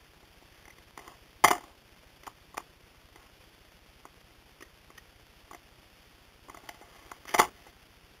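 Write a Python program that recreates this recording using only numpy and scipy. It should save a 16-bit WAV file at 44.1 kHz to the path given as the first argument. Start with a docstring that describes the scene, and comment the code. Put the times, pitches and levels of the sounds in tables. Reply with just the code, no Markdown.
"""A hollow plastic toy box is turned over on a carpet, its switch is slid, and it is turned back.
Fingers press, rub and tap it, and each touch makes the shell ring. Twice it tips over, thumps the
floor and bounces while its loose parts rattle. In between, its seam snaps and the switch clicks.
The small room adds a short echo. A little camera hisses and ticks throughout, and it holds
each of its coarse samples, which adds a gritty treble."""
import sys
import numpy as np
from scipy import signal
from scipy.fft import rfft, irfft, next_fast_len
from scipy.io import wavfile
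from scipy.ndimage import map_coordinates

SR = 44100
rng = np.random.default_rng(int(sys.argv[2]) if len(sys.argv) > 2 else 0)


def wav_out(sig):
    """Save sig, one row per channel (or a flat mono array), as 16-bit PCM at SR to the path in sys.argv[1]."""
    wavfile.write(sys.argv[1], SR, np.round(np.clip(np.atleast_2d(sig).T, -1, 1) * 32767).astype(np.int16))


N = 361619
CAMERA_SAMPLE_HZ = 8000


def amp(db):
    """Turn decibels into a number to multiply by."""
    return 10 ** (np.asarray(db) / 20)


def unit(x):
    """Scale a sound so its average strength (rms) is 1."""
    return x / np.sqrt(np.mean(x ** 2) + 1e-20)


def along(points, hz):
    """Read between (frequency, value) points, giving each octave about equal room."""
    point_hz, values = np.transpose(points)
    return np.interp(np.log(hz + 1), np.log(point_hz + 1), values)


def fade(t, t60):
    """Die away by 60 dB in t60 seconds, the fade time."""
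    return np.exp(-np.log(1000) * t / np.maximum(t60, 1e-4))


def filtered(x, response):
    """Turn each frequency up or down by response(hz)."""
    size = next_fast_len(len(x) + SR // 4)
    return irfft(rfft(x, size) * response(np.fft.rfftfreq(size, 1 / SR)), size)[:len(x)]


def band(x, hz, kind, order=2):
    """Keep one range of frequencies."""
    return signal.sosfilt(signal.butter(order, hz, kind, fs=SR, output="sos"), x)


def resonance(x, hz, width_hz):
    """Keep a narrow band that rings around one pitch."""
    return signal.lfilter(*signal.iirpeak(hz, hz / width_hz, fs=SR), x)


def add(track, s, x):
    """Mix x into the track, starting at s seconds."""
    part = track[max(round(s * SR), 0):][:len(x)]
    part += x[:len(part)]


# The tone of the hiss, from low to high: f/Hz, relative level/dB
HISS_TONE = [(59, -18), (100, 1), (269, -6), (316, -3), (372, -5), (444, -5.5), (1180, -9.5), (3400, -7),
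             (4000, -9)]


def hiss(level_db=-59.5, flutter_db=1):
    """The camera's amplifier makes a soft noise whose level wavers a little."""
    def tone(hz):
        return amp(along(HISS_TONE, hz)) * (hz > 20) * (hz < CAMERA_SAMPLE_HZ / 2)
    noise = unit(filtered(rng.standard_normal(N), tone))
    flutter = map_coordinates(rng.standard_normal(N // 100), [np.arange(N) * 90 / SR])  # 90 a second
    return noise * amp(level_db + flutter_db * flutter)


def frame_buzz(frame_hz=14.222, on_s=.0331, off_s=.0651, sag_s=.008):
    """In every frame the camera's power sags softly, then its sensor ticks on and off."""
    ticks, sags = np.zeros((2, N))
    t = np.arange(SR // 20) / SR
    spike = np.exp(-t / .00016)
    for s in np.arange(0, N / SR, 1 / frame_hz):
        on_db, off_db, sag_db = rng.normal([-47, -41.5, -48], 1.5)
        add(ticks, s + on_s, amp(on_db) * spike)
        add(ticks, s + off_s, -amp(off_db) * spike)
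        add(sags, s + on_s - sag_s, -amp(sag_db) * (t < sag_s))
    # a capacitor blocks the slowest part of the sag; cutting the highs keeps it soft
    return ticks + filtered(sags, lambda hz: hz ** 2 / (hz ** 2 + 34 ** 2) / (1 + (hz / 130) ** 4))


# The tones the hollow shell rings with: f/Hz, level/dB, fade time/s
SHELL_TONES = [(367.7, -12, 0.056), (409, -9.5, 0.0408), (526, -12.5, 0.031), (707.4, -9.5, 0.071),
               (851, -7, 0.044), (964, -8.5, 0.015), (1118, -1.5, 0.023), (1266, -6.5, 0.023),
               (1465, -11.5, 0.032), (1787, -16.5, 0.019), (1796, -12.5, 0.029), (2036, -0.5, 0.016),
               (2970, -15, 0.037), (3158, -9, 0.014), (3490, -14.5, 0.016)]


def shell_ring(ring_scale=1, spread_db=3.0):
    """Each spot rings the shell with its own mix of tones. A grip (ring_scale below 1) shortens them."""
    t = np.arange(SR // 6) / SR
    hz, db, t60 = np.transpose(SHELL_TONES)[:, :, None]
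    strength, detune = rng.standard_normal((2, len(SHELL_TONES), 1))
    shifted_hz = hz * (1 + .007 * detune)  # each blow also shifts the pitches a little at random
    tones = amp(db + spread_db * strength) * fade(t, ring_scale * t60) * np.sin(2 * np.pi * shifted_hz * t)
    crack = amp(6) * fade(t, 0.018) * rng.standard_normal(len(t))
    return tones.sum(0) + crack


def thud_knock_clack(x):
    """Split a sound into the hollow's low thud, the panels' knock and the edges' high clack."""
    return [band(x, hz, "bandpass", order=3) for hz in ([245, 550], [660, 1450], [1650, 3900])]


def chatter(x, chatter_s, rebound=0.69, count=3):
    """Loose parts rebound at uneven gaps, spreading a blow out in time but keeping its tone."""
    size = 2 * len(x)
    gaps_s = chatter_s * rng.uniform(.1, .55, (count, 1))
    delays = np.exp(-2j * np.pi * gaps_s * np.fft.rfftfreq(size, 1 / SR))
    rebounds = np.prod((delays + rebound) / (1 + rebound * delays), axis=0)
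    return irfft(rfft(x, size) * rebounds)[:len(x)]


def strike(db, thud_db, clack_db, knock_hz, clack_hz, chatter_s, ring_scale=1, spot_db=6,
           knock_width_hz=190, clack_width_hz=190, thud_t60=.2):
    """One blow on the box. The knock peaks at db; thud_db and clack_db are counted from there."""
    ring = shell_ring(ring_scale)
    t = np.arange(len(ring)) / SR
    thud = thud_knock_clack(ring)[0] * fade(t, thud_t60)
    _, knock, clack = thud_knock_clack(chatter(ring, chatter_s))
    # a light touch rings mostly the touched spot; a hard one rings the whole shell and snaps its rim
    spot_gain = amp(spot_db - 0.17 * (db + 29))
    rim_snap = amp(-6 + 0.047 * (db + 40)) * resonance(clack, hz=2980, width_hz=500)
    knock = knock + spot_gain * resonance(knock, knock_hz, knock_width_hz)
    clack = clack + spot_gain * resonance(clack, clack_hz, clack_width_hz) + rim_snap
    thud, knock, clack = (x / np.abs(x).max() for x in (thud, knock, clack))
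    # every blow also pushes the whole box against the soft floor
    push = amp(-24) * np.sin(2 * np.pi * 135 * t) * fade(t, 0.026)
    return amp(db) * (push + amp(thud_db) * thud + knock + amp(clack_db) * clack)


# Finger pads press on the shell: t/s, knock level/dB, thud above knock/dB
FINGER_PRESSES = [(0.228, -52.5, 1.5), (0.423, -56, 6.5), (6.635, -49, 1), (6.812, -46, 2.5),
                  (7.665, -46.5, -0.5)]


def presses():
    """Soft finger pads give a blurred knock with a longer thud."""
    track = np.zeros(N)
    for s, db, thud_db in FINGER_PRESSES:
        add(track, s, strike(db, thud_db, clack_db=-5, knock_hz=756, clack_hz=2030,
                             chatter_s=0.0062, thud_t60=.3))
    return track


# The shell rubs on fingers or carpet: start/s, end/s, level/dB, scratch above mid tones/dB
RUBS = [(0.491, 0.726, -72.5, 5.5), (0.976, 1.174, -57, -5), (1.523, 1.6, -47, -8), (1.58, 1.75, -60, -7.5),
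        (3.148, 3.29, -63, -5), (4.059, 4.4, -73.5, -10.5), (6.455, 6.838, -61.5, -3),
        (6.781, 7.248, -61, -0.5), (7.269, 7.36, -50.5, 5), (7.429, 7.499, -49.5, -14),
        (7.502, 7.727, -65, 2.5)]


def rubbing(slips_per_s=2500):
    """Rubbing is a fast run of tiny slips, heard both directly and through the shell."""
    track = np.zeros(N)
    t = np.arange(SR) / SR  # time since the rub began
    for start, end, db, scratch_db in RUBS:
        slips = rng.standard_normal(SR) * (rng.random(SR) < slips_per_s / SR)
        through_shell = unit(signal.fftconvolve(slips, shell_ring())[:SR])
        direct = amp(-3) * unit(band(slips, 4300, "lowpass"))
        low, mid, scratch = map(unit, thud_knock_clack(through_shell + direct))
        progress = np.clip(t / (end - start), 0, 1)
        speed = np.sqrt(np.abs(np.sin(np.pi * progress)))  # speeds up, then slows to a stop
        add(track, start, amp(db) * speed * (amp(-6) * low + mid + amp(scratch_db) * scratch))
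    return track


def tap(db, clack_db, knock_hz):
    """The thud grows more slowly than the knock, so soft taps sound hollow and hard ones click."""
    thud_db = -6.5 - 0.59 * (db + 40)
    return strike(db, thud_db, clack_db, knock_hz, clack_hz=2030, chatter_s=0.0018, ring_scale=.8)


# Fingers tap the shell: t/s, knock level/dB, clack above knock/dB, knock f/Hz
FINGER_TAPS = [(0.653, -56.5, 13, 877), (0.678, -46, 0.5, 830), (0.702, -58, 14, 1100),
               (0.783, -50, 2, 1060), (0.975, -32.5, -3, 930), (0.990, -41.5, 0.5, 880),
               (1.077, -38.5, -4, 1000), (1.638, -43.5, -12, 1050), (2.233, -48.5, 7, 1080),
               (2.542, -40, -19, 1050), (2.601, -41, -19, 1100), (3.158, -47, 3, 864),
               (4.052, -36, -11.5, 1130), (4.902, -44.5, -5, 1200), (5.510, -36.5, -16, 1110),
               (5.531, -39.5, -4, 743), (5.546, -39, 0, 710), (6.483, -40, -15, 970),
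               (6.496, -36.5, -6.5, 1050), (6.544, -36, -12.5, 1290), (6.571, -40, -1, 670),
               (6.689, -34.5, 4, 820), (7.114, -30, -8, 920), (7.252, -41, -2, 1130),
               (7.291, -39.5, 8.5, 1350)]


def taps():
    """Fingertips and nails hit the panels, each spot with its own pitch."""
    track = np.zeros(N)
    for s, db, clack_db, knock_hz in FINGER_TAPS:
        add(track, s, tap(db, clack_db, knock_hz))
    return track


def floor_thump(t60=0.095):
    """The floor under the carpet answers a blow with a short, deep noise."""
    t = np.arange(SR // 4) / SR
    return unit(band(rng.standard_normal(len(t)), [50, 120], "bandpass")) * fade(t, t60)


def fall_hit(db, thud_db, clack_db, knock_hz=843, **spot):
    """One clattering blow on the shell as the box falls."""
    return strike(db, thud_db, clack_db, knock_hz, clack_hz=2070, chatter_s=.0026, ring_scale=.84, **spot)


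# The tipping box lands: t/s, knock level/dB, thud above knock/dB, clack above knock/dB, knock f/Hz
EDGE_LANDINGS = [(1.439, -5, -15, -6, 1080), (1.452, -20.5, -10.5, -8, 850), (1.476, -16.5, -11, -0.5, 790),
                 (1.505, -12, -9, -8, 1030), (7.340, -16, -8, -3, 800), (7.38, -20, -13, -0.5, 970),
                 (7.391, -7.5, -9, -4.5, 896)]


def landings(corner_gap_s=.0052):
    """An edge thumps the floor and lands on two corners, the softer one first."""
    track = np.zeros(N)
    for s, db, thud_db, clack_db, knock_hz in EDGE_LANDINGS:
        add(track, s, amp(db - 25) * floor_thump())
        for lag_s, corner_db in (0, -5), (corner_gap_s, 0):
            add(track, s + lag_s, fall_hit(db + corner_db, thud_db, clack_db, knock_hz,
                                           spot_db=5, knock_width_hz=220, clack_width_hz=470))
    return track


def rattle(parts=2):
    """Each landing throws the loose parts up, and they drop back at random moments."""
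    track = np.zeros(N)
    for s, db, *_ in EDGE_LANDINGS:
        for flight_s in rng.uniform(.009, .025, parts):
            add(track, s + flight_s, fall_hit(db - 17.5, thud_db=-13.5, clack_db=-1))
    return track


# The box rocks to rest: first bounce t/s, first knock level/dB, gap between bounces/s
BOUNCE_RUNS = [(1.551, -32, .028), (7.415, -17.5, 0.011)]


def bounces(count=4, loss_db=4.5):
    """The box bounces at even gaps, weaker each time."""
    track = np.zeros(N)
    for s, db, gap_s in BOUNCE_RUNS:
        for k in range(count):
            add(track, s + k * gap_s, fall_hit(db - k * loss_db, thud_db=-13.5, clack_db=-6.5))
    return track


# The seam snaps as the box is shifted: t/s, knock level/dB, clack above knock/dB, clack f/Hz
SEAM_CLICKS = [(2.266, -32.5, -2, 1730), (2.273, -30, -10.5, 1850), (2.570, -34.5, -1, 1870),
               (2.577, -21, -4.5, 2490)]


def seam():
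    """The seam lets go in single snaps, which die fast because the shell is held."""
    track = np.zeros(N)
    for s, db, clack_db, clack_hz in SEAM_CLICKS:
        add(track, s, strike(db, thud_db=-13, clack_db=clack_db, knock_hz=1097, clack_hz=clack_hz,
                             chatter_s=.0012, ring_scale=0.47, spot_db=11.5,
                             knock_width_hz=500, clack_width_hz=150))
    return track


def stray_touches(touches_per_s=1.9):
    """Fingers bump the shell faintly at random moments in the longer rubs."""
    track = np.zeros(N)
    for start, end, *_ in RUBS:
        count = round(touches_per_s * (end - start))
        for s in rng.uniform(start, end, count):
            add(track, s, tap(db=rng.normal(-55.5, 2.5), clack_db=3, knock_hz=950))
    return track


# The switch clicks: t/s, knock level/dB, thud above knock/dB, clack above knock/dB, clack f/Hz
SWITCH_CLICKS = [(4.606, -46, -1, 3, 2450), (4.623, -45.5, 3, 9.5, 1890), (4.977, -46, -16, 9, 1880)]


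def switch():
    """The small slider catches and is let go, each click ringing at a clear pitch."""
    track = np.zeros(N)
    for s, db, thud_db, clack_db, clack_hz in SWITCH_CLICKS:
        add(track, s, strike(db, thud_db, clack_db, knock_hz=1300, clack_hz=clack_hz,
                             chatter_s=0.0028, ring_scale=0.83, spot_db=19, clack_width_hz=65))
    return track


# How long the room's echo lasts, from low to high: f/Hz, fade time/s
ROOM_FADES = [(150, 0.35), (400, 0.18), (1000, 0.12), (3500, 0.16)]


def room_echo(x, build_up_s=0.0098):
    """The walls of a carpeted room send the sound back as a short, smooth tail."""
    hz, t, noise = signal.stft(rng.standard_normal(SR // 2), SR, nperseg=256)
    fading_noise = noise * fade(t, along(ROOM_FADES, hz)[:, None])
    _, tail = signal.istft(fading_noise, SR, nperseg=256)
    tail *= 1 - np.exp(-np.arange(len(tail)) / SR / build_up_s)
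    return signal.fftconvolve(x, tail / np.linalg.norm(tail))[:N]


def scene():
    """The box in its room, over the camera's own noise."""
    falls = landings() + bounces() + rattle()
    handling = switch() + seam() + rubbing() + taps() + presses() + stray_touches()
    box = falls + handling
    return (box + amp(-14.5) * room_echo(box) + hiss() + frame_buzz())[None]


def record(dry, cutoff_hz=3750, top_hz=15600):
    """The camera samples slowly and holds each value, which mirrors the sound into the treble."""
    smooth = filtered(dry[0], lambda hz: 1 / np.sqrt(1 + (hz / cutoff_hz) ** 24))
    held_at = np.floor(np.arange(N) * CAMERA_SAMPLE_HZ / SR) * SR / CAMERA_SAMPLE_HZ
    steps = map_coordinates(smooth, [held_at])
    steps = steps / (1 + (steps / .8) ** 6) ** (1 / 6)  # gently squashes the hardest knocks
    return filtered(steps, lambda hz: hz < top_hz)[None]


dry = scene()
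out = record(dry)
wav_out(out)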